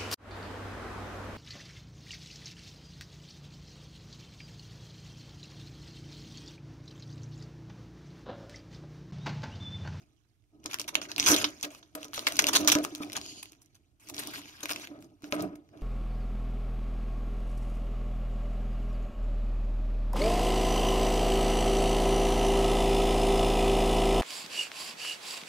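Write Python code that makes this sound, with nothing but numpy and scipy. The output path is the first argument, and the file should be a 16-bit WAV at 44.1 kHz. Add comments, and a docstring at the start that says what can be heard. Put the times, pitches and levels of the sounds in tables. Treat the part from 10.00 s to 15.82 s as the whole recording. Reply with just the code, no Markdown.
"""A faint crackle and a low drumming open over a quiet garage hush, then masking tape snaps and tears, close by.
The tape comes off a painted steel panel by hand and is crumpled: creases ring as short pitched clicks,
glue parts as clouds of tiny ticks, a thumb hisses on the paper through broad resonances,
and the drag and tugs of the tape drum the hollow panel's modes.
Of a phone's two microphone ports the left hears it first; the right is dull in the top treble."""
import sys
import numpy as np
from scipy import signal
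from scipy.fft import rfft, irfft, next_fast_len
from scipy.io import wavfile
from scipy.ndimage import uniform_filter1d, map_coordinates

SR = 44100
rng = np.random.default_rng(int(sys.argv[2]) if len(sys.argv) > 2 else 0)


def dump_mix(stems):
    """Bounce the given channels to the path in sys.argv[1] as a 16-bit WAV at rate SR."""
    frames = np.atleast_2d(stems).T  # one column per channel
    limited = np.clip(frames, -1, 1)  # hard clip at full scale
    pcm = np.round(limited * 32767).astype(np.int16)
    wavfile.write(sys.argv[1], SR, pcm)


N = 256662


def amp(db):
    """dB to gain."""
    return 10 ** (np.asarray(db) / 20)


def unit(x):
    """Scaled to rms 1."""
    return x / np.sqrt(np.mean(x ** 2) + 1e-20)


def along(points, hz):
    """(Hz, value) points read on a log frequency axis."""
    f, v = np.transpose(points)
    return np.interp(np.log(hz + 1), np.log(f + 1), v)


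def curves(rows):
    """One value per sample for each column after the time."""
    s, *cols = np.transpose(rows)
    return [np.interp(np.arange(N) / SR, s, c) for c in cols]


def wobble(rate):
    """A smooth random curve, rate knots a second."""
    knots = rng.standard_normal(int(N * rate / SR) + 4)
    return map_coordinates(knots, [np.arange(N) * rate / SR])


def filtered(x, response):
    """x times a complex response of frequency."""
    m = next_fast_len(x.shape[-1] + 8192)
    spectrum = rfft(x, m) * response(np.fft.rfftfreq(m, 1 / SR))
    return irfft(spectrum, m)[..., :x.shape[-1]]


def mode(f, hz, width):
    """A causal resonance of peak gain 1."""
    return 1j * f * width / (hz * hz - f * f + 1j * f * width)


def noise(spectrum, alike):
    """Stereo noise of rms 1; alike is how much both sides share, 0 to 1."""
    alike = np.clip(alike, 0, 1)
    mid, side = rng.standard_normal((2, N)) * np.sqrt([[1 + alike], [1 - alike]])
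    return unit(filtered(np.array([mid + side, mid - side]), lambda f: amp(along(spectrum, f))))


def white(alike):
    """Stereo noise with a flat spectrum."""
    return noise([(100, 0)], alike)


def evened(x, span_s, share):
    """Chance swells longer than span_s are partly levelled out."""
    power = np.abs(uniform_filter1d((x ** 2).mean(0), round(span_s * SR)))
    return unit(x / (power + 1e-12) ** (share / 2))


def patchy(x, depth_db):
    """Folds in the paper favour now one band, now another."""
    z = signal.stft(x, nperseg=256)[2]
    field = rng.standard_normal(z.shape[1:])
    field = uniform_filter1d(uniform_filter1d(field, size=4, axis=0), size=6, axis=1)
    return signal.istft(z * amp(depth_db * unit(field)), nperseg=256)[1][:, :N]


# colour of the garage hush: frequency_hz, relative_level_db
HUSH_COLOUR = [(15, -28.5), (30, -3.5), (110, 3), (170, -16.5), (290, -13), (450, -21), (900, -27),
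               (5000, -32.5), (7300, -30.5), (15500, -35.5)]


def hush():
    """Steady garage air: shaped noise, mostly low, partly shared by both sides."""
    return amp(-73) * noise(HUSH_COLOUR, alike=0.45)


# how fast the nearby surfaces die away: frequency_hz, t60_s
WALL_DECAY = [(200, 0.2), (2000, 0.13), (10000, 0.11)]


def walls(x, step=SR // 4):
    """Nearby surfaces answer with a short diffuse tail, redrawn each quarter second so no fixed colour builds up."""
    out = np.zeros((2, N + SR))
    for k in range(0, N, step):
        hz, t, z = signal.stft(rng.standard_normal((2, step)), SR, nperseg=128)
        fading = amp(-60 * t / along(WALL_DECAY, hz)[:, None])
        tail = signal.istft(z * fading, SR, nperseg=128)[1]
        wet = signal.fftconvolve(x[:, k:k + step], tail / np.linalg.norm(tail[0]), axes=1)
        out[:, k + 60:][:, :wet.shape[1]] += wet  # 60 samples of travel
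    return out[:, :N]


# resonances of the hollow steel panel: pitch_hz, width_hz, level_db
PANEL_MODES = [(179.6, 32, -17.5), (299, 31.7, 5.5), (441, 48, -12), (587.8, 47, -12.5), (726, 150, -11),
               (990, 35, -14.5), (1260, 28, -14.5)]


def steel(f):
    """The panel's modes under a steady shake, neighbours in opposite phase."""
    return sum((-1) ** k * amp(db) * mode(f, hz, width) for k, (hz, width, db) in enumerate(PANEL_MODES))


# the closing fist leaning on the panel's lowest mode: start_s, level_db
FIST = [(5.31, -110), (5.335, -50), (5.42, -42), (5.5, -50), (5.56, -68), (5.62, -110)]


def grip():
    """The closing fist leans on the panel: noise through its lowest mode alone, twice over."""
    hz, width, _ = PANEL_MODES[0]
    lowest = unit(filtered(white(alike=1.0), lambda f: mode(f, hz, width) ** 2))
    return amp(curves(FIST)[0]) * lowest


# sudden tugs: start_s, level_db, upper_modes_db (added above 350 Hz), free_ring_s, rustle_db
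PANEL_TUGS = [(0.654, -51.5, 20, 0.022, -61), (0.795, -59.5, 24, 0.025, -58),
              (0.927, -54.5, 17.5, 0.037, -57), (0.966, -48, 7, 0.1, -45.5), (1.184, -54, -5, 0.025, -59),
              (1.303, -28, 14, 0.056, -29.5), (1.431, -43.5, 18, 0.06, -65), (1.64, -43.5, 14, 0.06, -45.5),
              (1.951, -47, 18, 0.068, -43.5), (2.049, -55.5, 21, 0.043, -100),
              (2.177, -55.5, 29, 0.078, -46.5), (2.271, -54.5, 21, 0.045, -41),
              (2.408, -44.5, 11, 0.065, -37.5), (2.549, -58.5, 20, 0.04, -35.5),
              (2.598, -42, 12.5, 0.053, -42.5), (2.644, -37.5, 11, 0.088, -46),
              (2.755, -26.5, 12, 0.07, -35), (2.919, -48, -15.5, 0.17, -74), (3.004, -36.5, 10, 0.092, -51),
              (4.632, -49.5, 19, 0.03, -54), (4.703, -49.5, 12.5, 0.13, -47),
              (4.912, -49.5, 5, 0.093, -53.5), (5.235, -43.5, -26, 0.069, -55.5),
              (5.325, -37, 17, 0.13, -34), (5.39, -48.5, 21, 0.07, -52.5), (5.485, -54.5, 15, 0.052, -62.5),
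              (5.536, -47.5, -3.5, 0.063, -72), (5.73, -71, 15, 0.037, -55)]
DETUNE = .012  # spread of each mode's pitch from tug to tug as the hand's pressure shifts it, a share


def tug_rings():
    """Each tug sets the panel's modes ringing as decaying sines until tape or hand damps them."""
    out, t = np.zeros((2, N)), np.arange(SR // 4) / SR
    hz, width_hz, mode_db = np.transpose(PANEL_MODES)[:, :, None]
    upper = hz > 350
    for s, db, upper_db, free_s, _ in PANEL_TUGS:
        strength = mode_db + upper_db * upper + rng.normal(0, 0.67, hz.shape)
        # the stuck tape soaks up the upper modes faster than the lower ones
        decay = np.exp(-.6 * width_hz * np.where(upper, 3.5, 1) * t)
        tone = np.sin(2 * np.pi * hz * rng.normal(1, DETUNE, hz.shape) * t)
        ring = (amp(strength) * decay * tone).sum(0)
        damped = (1 - np.exp(-t / 0.00065)) * amp(-60 * np.clip(t - free_s, 0, 1) / 0.059)
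        at = round(s * SR)
        out[:, at:at + len(t)] += (amp(db) * ring * damped)[:N - at]
    return out


# how hard the tape drags at the panel: start_s, drumming_db
DRAG = [(0, -63), (.21, -84), (.5, -83), (.55, -61), (.68, -58), (1.15, -54.5), (1.31, -32), (1.6, -65.5),
        (1.92, -71.5), (2.0, -65.5), (2.45, -45), (2.75, -37.5), (2.97, -59.5), (3.16, -50), (3.58, -69.5),
        (4.0, -80), (4.12, -49.5), (4.38, -53), (4.5, -63.5), (5.04, -52.5), (5.19, -73.5), (5.3, -56.5),
        (5.43, -34.5), (5.64, -70.5), (5.82, -51)]
# colour of the rustle: frequency_hz, relative_level_db
RUSTLE_COLOUR = [(150, -31.5), (300, -7), (480, 0.5), (640, 12.5), (850, -14.5), (1200, -1), (1800, -8.5),
                 (3500, -23.5), (8000, -46.5)]
FIRM_DB = -40  # drumming of a firm pull
RUSTLE_DB, RUSTLE_GROWS = -55.5, 1.25  # level at a firm pull; dB per dB of pull
# a tug leaves the tape shuddering: level against the tug's, rise time, fading
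SHUDDER_DB, SHUDDER_RISE_S, SHUDDER_DB_PER_S = -6.5, 0.0051, 160


def drag():
    """Dragging tape shakes the panel and rustles all along, with a fading shudder after each tug."""
    pull_db = curves(DRAG)[0]
    drum = amp(pull_db)
    rustle = amp(RUSTLE_DB + RUSTLE_GROWS * (pull_db - FIRM_DB))
    for s, db, _, _, rustle_db in PANEL_TUGS:
        since = np.clip(np.arange(N) / SR - s, 0, None)
        shudder = (1 - np.exp(-since / SHUDDER_RISE_S)) * amp(-SHUDDER_DB_PER_S * since)
        drum = drum + amp(db + SHUDDER_DB) * shudder
        rustle = rustle + amp(rustle_db) * shudder
    shake = white(alike=0.89) * amp(4.8 * wobble(40))
    out = drum * evened(filtered(shake, steel), span_s=0.02, share=0.43)
    return out + rustle * amp(3 * wobble(70)) * noise(RUSTLE_COLOUR, alike=.9)


# colour of the hand's weight on the panel: frequency_hz, relative_level_db
RUMBLE_COLOUR = [(15, -42), (25, -20), (86, 1), (130, 1.5), (167, -3.5), (220, -5), (290, -15.5),
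                 (480, -120)]
RUMBLE_DB, RUMBLE_GROWS = -55, 0.68  # level at a firm pull; dB per dB of pull


def rumble():
    """The hand's weight on the panel: low noise that grows with the pull."""
    level_db = RUMBLE_DB + RUMBLE_GROWS * (curves(DRAG)[0] - FIRM_DB)
    return amp(level_db + 0.93 * wobble(27)) * noise(RUMBLE_COLOUR, alike=1.0)


def panel():
    """All that sounds through the steel."""
    return drag() + rumble() + grip() + tug_rings()


# thumb sliding over the paper: start_s, level_db
THUMB = [(3.19, -67), (3.225, -47), (3.3, -47.5), (3.4, -50.5), (3.435, -63), (3.499, -60.5), (3.52, -100)]
# resonances of the gap under the thumb: pitch_hz, width_hz, level_db
THUMB_GAP = [(3000, 700, -5), (4600, 800, 1), (6800, 800, 0), (10000, 1400, -9)]
# colour of the tape's paper, here and in the crackle and snaps: frequency_hz, relative_level_db
PAPER_COLOUR = [(100, -90.5), (350, -15.5), (1000, -0.5), (2000, -2), (3000, 0), (5000, -2), (6600, -1.5),
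                (7400, -6.5), (12000, -3), (16000, -8.5)]


def slide():
    """Skin on paper hisses through the broad resonances of the gap under the thumb."""
    def gap(f):
        return 0.022 + sum(amp(db) * np.abs(mode(f, hz, width)) ** 2 for hz, width, db in THUMB_GAP)
    hiss = unit(patchy(filtered(noise(PAPER_COLOUR, alike=.5), gap), depth_db=1.3))
    s, first_s, last_s = np.arange(N) / SR, THUMB[0][0], THUMB[-1][0]
    touching = (s > first_s) & (s < last_s)
    return touching * amp(curves(THUMB)[0] + 1.6 * wobble(37)) * hiss


def crackle(count, spread_db, hiss, size=48):
    """Glue threads part as tiny ticks of unequal size, in clumps; returned below and above 7200 Hz."""
    when, pitch, big, spot = rng.random((count, 4)).T
    hz = 900 * (16000 / 900) ** pitch[:, None]
    t = np.arange(size) / SR
    strength = amp(-spread_db * np.log(big[:, None] + 0.06)) * np.sqrt(hz)
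    ticks = strength * np.exp(-t * hz / 4.5) * np.sin(2 * np.pi * hz * t)
    at = (when * N).astype(int)[:, None] + np.arange(size)
    late = (5 * spot[:, None]).astype(int)  # ticks come from many spots, at different lags between the ports
    pair = np.array([np.bincount((at + lag).ravel(), ticks.ravel(), N + 2 * size)[:N] for lag in (2, late)])
    clumps = amp(7.1 * wobble(60) + 0.43 * wobble(250))
    pair = (unit(pair) + hiss * white(alike=0.063)) * clumps
    pair = evened(patchy(pair, depth_db=4), span_s=0.014, share=0.92)
    low = unit(filtered(pair, lambda f: amp(along(PAPER_COLOUR, f)) * (f < 7200)))
    high = unit(filtered(pair, lambda f: amp(along(PAPER_COLOUR, f)) * (f >= 7200)))
    return low, high


# glue slowly letting go: start_s, crackle_db (the lesser creases follow it too)
GLUE_CREEP = [(0, -65.5), (.07, -78.5), (.45, -93), (.72, -69), (1.07, -67.5), (1.33, -40), (1.63, -64.5),
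              (2.0, -77.5), (2.3, -45.5), (2.6, -47), (2.9, -56), (3.3, -58), (3.55, -74), (4.06, -89.5),
              (4.2, -44), (4.5, -57), (4.75, -50.5), (5.04, -79), (5.3, -80.5), (5.4, -47), (5.52, -78.5),
              (5.67, -82), (5.82, -67)]
CREEP_TREBLE_DB = -8.5


def creep():
    """Glue lets go slowly in a thin crackle of rising and falling level."""
    low, high = crackle(count=12000, spread_db=2.5, hiss=1.0)
    return amp(curves(GLUE_CREEP)[0]) * (low + amp(CREEP_TREBLE_DB) * high)


# strips of glue tearing loose at once: start_s, length_s, level_db, swell_db (over the length), treble_db
GLUE_RIPS = [(0.634, 0.03, -62, 0, -13), (0.658, 0.014, -36, -21, -7), (0.694, 0.03, -56, 13, -6),
             (0.733, 0.015, -34, -20, -10), (0.796, 0.014, -33, -9, -6), (0.878, 0.015, -41, 7.5, -5),
             (0.937, 0.0071, -59, 1, -12), (0.95, 0.0043, -33, -31, -20), (1.015, 0.047, -39, -8.5, -11.5),
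             (1.086, 0.037, -51.5, 10.5, -11), (1.17, 0.0088, -67, -3, -16), (1.181, 0.14, -38, 2, -8.5),
             (1.264, 0.087, -25, -2.5, -1.5), (1.365, 0.066, -31.5, -5, -6.5),
             (1.444, 0.0082, -23.5, -9, -12), (1.45, 0.043, -46.5, 1, -10), (1.598, 0.036, -56.5, -1, -7),
             (1.628, 0.025, -38, 5, -8.5), (1.705, 0.091, -53.5, -8.5, -3.5),
             (1.828, 0.0075, -50.5, -12.5, -25), (1.951, 0.01, -37.5, -16, 4.5),
             (1.98, 0.075, -61.5, 13, -5.5), (2.139, 0.14, -36.5, -27.5, -4),
             (2.268, 0.019, -20.5, -13.5, -8), (2.391, 0.011, -13, -19, -12), (2.466, 0.029, -38, 11, -8),
             (2.53, 0.015, -33, 12.5, -8), (2.55, 0.021, -21.5, -3, -4.5), (2.559, 0.0066, -29, 1, -7),
             (2.58, 0.035, -41, 3, -3), (2.675, 0.019, -21.5, 1, -1), (2.698, 0.009, -39, -10.5, -17),
             (2.709, 0.013, -48, 12, -10), (2.718, 0.012, -21, -4, -0.5), (2.733, 0.027, -35.5, -2, -6),
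             (2.83, 0.012, -50.5, 9, -4), (2.841, 0.0054, -28.5, -10, -16), (3.015, 0.02, -46.5, 4, -6),
             (3.128, 0.0091, -46, 1, -1), (3.152, 0.025, -36.5, 3.5, -11), (3.428, 0.0048, -46.5, 3, 4.5),
             (3.516, 0.022, -64.5, -9, -10), (3.615, 0.016, -69.5, -2.5, 9),
             (3.746, 0.024, -65.5, -4.5, -1.5), (3.998, 0.077, -64, 0.5, -0.5),
             (4.072, 0.014, -52.5, -4, -8), (4.089, 0.014, -46.5, 6.5, -7), (4.139, 0.063, -46, -15, -2),
             (4.19, 0.012, -36, 0.5, 0.5), (4.335, 0.062, -42.5, -4.5, -5), (4.474, 0.023, -50.5, 1, -7),
             (4.62, 0.023, -49, -6, -4), (4.63, 0.013, -34, -15, -8), (4.684, 0.038, -47.5, 16, -2.5),
             (4.723, 0.13, -58, 15.5, -9), (5.005, 0.065, -64, -7.5, -1.5), (5.228, 0.065, -58, -3, -6),
             (5.307, 0.048, -59.5, 11, 2), (5.553, 0.0068, -63.5, 12, -0.5)]
RIP_T60_S = .012  # a rip stops short


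def rips():
    """Strips of glue tear loose at once: gated crackle that swells or fades, then stops short."""
    t, body, top = np.arange(SR // 5) / SR, np.zeros(N + SR), np.zeros(N + SR)
    for s, length, db, swell_db, treble_db in GLUE_RIPS:
        swell = swell_db * np.clip(t / length, 0, 1)
        stop = -60 * np.clip(t - length, 0, 1) / RIP_T60_S
        shape = amp(db + swell + stop)
        body[round(s * SR):][:len(t)] += shape
        top[round(s * SR):][:len(t)] += amp(treble_db) * shape
    low, high = crackle(count=30000, spread_db=4.5, hiss=1.0)
    return body[:N] * low + top[:N] * high


# the clearest creases snapping: start_s, level_db, pitch_hz, treble_db (above 7200 Hz)
CREASES = [(0.6415, -31.5, 5860, 4), (0.66, -14.5, 6230, -19), (0.7131, -20.5, 2580, -4),
           (0.7312, -20, 2280, 1), (0.7432, -7, 1660, -3.5), (0.787, -19.5, 2500, 0),
           (0.7973, -12.5, 5500, -3), (0.8154, -12, 5000, 5), (0.843, -28, 2480, -4),
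           (0.8804, -14.5, 4850, 8), (0.9453, -20.5, 6030, 1), (0.9538, -0.5, 2830, -7.5),
           (1.0167, -19, 1490, -11), (1.1166, -15.5, 4730, -9), (1.1627, -15, 4470, -9),
           (1.1812, -11, 2570, 2), (1.1985, -4, 5170, -18), (1.2044, -11.5, 5860, -11),
           (1.2278, -12.5, 3100, -2), (1.24, -13, 4160, 0), (1.262, -5, 5750, -3), (1.2862, -2, 6000, 0),
           (1.318, -6, 5430, 2), (1.3635, -5, 4130, 1), (1.4152, -18, 1750, -7), (1.4426, -7, 2760, -18),
           (1.6113, -27, 6070, -9), (1.6292, -11.5, 6400, 4), (1.6456, -24, 2850, -11),
           (1.749, -27, 1220, -5), (1.828, -43, 3610, -5), (1.9527, -16, 1730, 7.5),
           (2.0306, -20.5, 2980, 0), (2.045, -23.5, 6120, -3), (2.0828, -32, 6060, 0),
           (2.1336, -21, 1260, -15), (2.1452, -17, 2980, 1), (2.1787, -15.5, 1200, -17.5),
           (2.1932, -12, 3430, -1), (2.269, -5.5, 2900, -13), (2.2852, -9, 3230, 13),
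           (2.3223, -14.5, 4180, 4), (2.3574, -17, 5960, 5), (2.392, -8.5, 6400, -11),
           (2.3996, -2.5, 2670, 5), (2.422, -9, 6000, 6), (2.442, -4, 2600, -1.5), (2.469, -1, 4740, 4.5),
           (2.4877, -2, 3220, 7.5), (2.5346, -9, 6840, 5), (2.5546, -0.5, 3380, 0), (2.577, -10, 3850, -2),
           (2.6483, -16, 3900, 4), (2.676, -4, 6500, -16), (2.7, -4.5, 3500, -15), (2.724, -7, 5940, -3),
           (2.7524, -3, 1630, -4), (2.787, -14, 1570, -2), (2.84, -16, 6680, 22), (2.8494, -7, 1210, 0),
           (2.9506, -14.5, 3770, 2), (2.9582, -22, 6570, -3), (3.0994, -26.5, 1860, -18),
           (3.1207, -20.5, 3820, -1), (3.1314, -16.5, 5590, 0), (3.1669, -8.5, 6650, -2),
           (3.1844, -24, 2840, -3), (3.2144, -21, 4360, -7), (3.263, -25, 5200, -9),
           (3.4296, -21.5, 2800, 0.5), (3.457, -28, 3140, 0), (3.521, -28.5, 6200, 7.5),
           (3.532, -35.5, 2510, 0), (3.619, -43, 6040, -3.5), (3.6601, -41, 6240, 9),
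           (3.7534, -41.5, 6070, -1.5), (4.0875, -22, 5970, 8), (4.0988, -15.5, 6200, 10),
           (4.1445, -22, 5000, -6), (4.166, -21, 6100, 5), (4.181, -17, 4270, -6), (4.236, -19.5, 4730, 4),
           (4.273, -11.5, 4830, 12.5), (4.3104, -26, 1810, 11), (4.359, -21.5, 1930, -7),
           (4.4564, -32, 1900, -14), (4.607, -24, 3570, 6), (4.631, -26, 1420, -6),
           (4.6568, -12, 2170, -2.5), (4.694, -15.5, 1440, -20), (4.7052, -11, 2700, 2),
           (4.7125, -11.5, 2700, -3), (4.7337, -18.5, 5000, -11), (4.761, -15.5, 2570, -7),
           (4.798, -25, 1850, 4), (4.8728, -23, 2110, -3), (5.025, -31.5, 1400, 1),
           (5.0449, -39.5, 6200, 2), (5.222, -35, 1236, 0), (5.2424, -27, 1520, -21.5),
           (5.3242, -8, 2310, -7), (5.3652, -28, 2070, -9), (5.423, -16, 6750, 15), (5.557, -36, 1250, 2),
           (5.6905, -46, 1730, -6.5), (5.812, -41.5, 2810, -1.5)]
# the 260 lesser creases: level over the glue's crackle, scatter, pitch range
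SMALL_DB, SMALL_SPREAD_DB, SMALL_HZ = 9.5, 5.5, (1200, 6800)


def lesser_creases():
    """Small creases at random times, louder where the glue crackles more; rows like CREASES."""
    when, size, pitch, bright = rng.random((260, 4)).T
    glue_db = curves(GLUE_CREEP)[0][(when * N).astype(int)]
    small_db = glue_db + SMALL_DB - SMALL_SPREAD_DB * np.log(size + .01)
    hz = SMALL_HZ[0] * (SMALL_HZ[1] / SMALL_HZ[0]) ** pitch
    return list(zip(when * N / SR, small_db, hz, 16 * bright - 8))


def snaps():
    """Each crease is a click ringing briefly at its own pitch, with a short spray of smaller cracks."""
    out, t = np.zeros((2, N + SR)), np.arange(2048) / SR
    for s, db, hz, treble_db in CREASES + lesser_creases():
        click = rng.standard_normal(len(t)) * t / 0.00051 * np.exp(-t / 0.00026)
        click[8] += 3.5  # the fold gives way at once
        spiky = rng.standard_normal((2, len(t))) * amp(7.6 * rng.standard_normal(len(t) // 32).repeat(32))
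        spray = .06 * (spiky[0] + .6 * spiky) * amp(-60 * t / 0.023)

        def colour(f):
            return amp(along(PAPER_COLOUR, f)) * (0.35 * amp(treble_db * (f > 7200)) + mode(f, hz, 0.29 * hz))
        burst = filtered(click + spray, colour)
        burst = amp(db) * burst / np.abs(burst).max()
        shift = rng.integers(-2, 3)  # creases lie at different spots, so the gap between the ports varies
        out[0, round(s * SR):][:len(t)] += burst[0]
        out[1, round(s * SR) + shift:][:len(t)] += burst[1]
    return out[:, :N]


# where the hand works: start_s, left_minus_right_db, right_port_cup_ring_db
HAND_PLACE = [(0, -2, -17), (.35, -19, -17), (.65, -0.5, -9), (.95, -2.5, -14.5), (1.28, 0.5, 6),
              (1.9, -2, 0.5), (2.27, -0.5, -2.5), (2.68, 0, 9.5), (3.16, 0.5, -10), (3.7, -2.5, 5),
              (4.3, 0, -27), (5.82, -1.5, -5)]
CUP_HZ, CUP_WIDTH_HZ = 6150, 900  # hollow of the cupped paper


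def in_hand(tape):
    """The hand's place pans the tape; the hollow of the cupped paper rings at the right port."""
    pan_db, cup_db = curves(HAND_PLACE)
    left, right = tape * amp([pan_db / 2, -pan_db / 2])
    cupped = amp(cup_db) * filtered(right, lambda f: mode(f, CUP_HZ, CUP_WIDTH_HZ))
    return np.array([left, right + cupped])


def scene():
    """Tape and panel in the garage, over its hush."""
    tape = in_hand(snaps() + creep() + rips() + slide())
    return hush() + amp(-11.0) * walls(tape) + panel() + tape


# colour of the right port against the left: frequency_hz, level_db
RIGHT_COLOUR = [(60, 5), (300, 2.5), (1200, -2.5), (2200, 0), (6500, -0.5), (8000, -5), (9500, -0.5),
                (11800, -2), (13500, -15), (16000, -21)]
# sound bending round the case changes the left port's lead: frequency_hz, phase_rad
CASE_DETOUR = [(1, 0), (600, -0.29), (1200, -0.91), (1720, -1.4), (2500, 0.99), (4200, 0.67)]
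LEAD_S, TOP_HZ = 0.000342, 15750  # left port ahead, before the detour; where the band limit sets in


def record(dry):
    """Two ports at different distances and with different colour; the top fades out above the band limit."""
    def ports(f):
        lead = 2 * np.pi * f * LEAD_S + along(CASE_DETOUR, f)
        return np.array([np.exp(.5j * lead), amp(along(RIGHT_COLOUR, f)) * np.exp(-.5j * lead)])

    def limit(f):
        edges_hz = [TOP_HZ - 150, TOP_HZ + 200, TOP_HZ + 800, TOP_HZ + 1100]
        return amp(np.interp(f, edges_hz, [0, -24, -30, -120]))
    return filtered(dry, lambda f: ports(f) * limit(f))


dry = scene()
out = record(dry)
dump_mix(out)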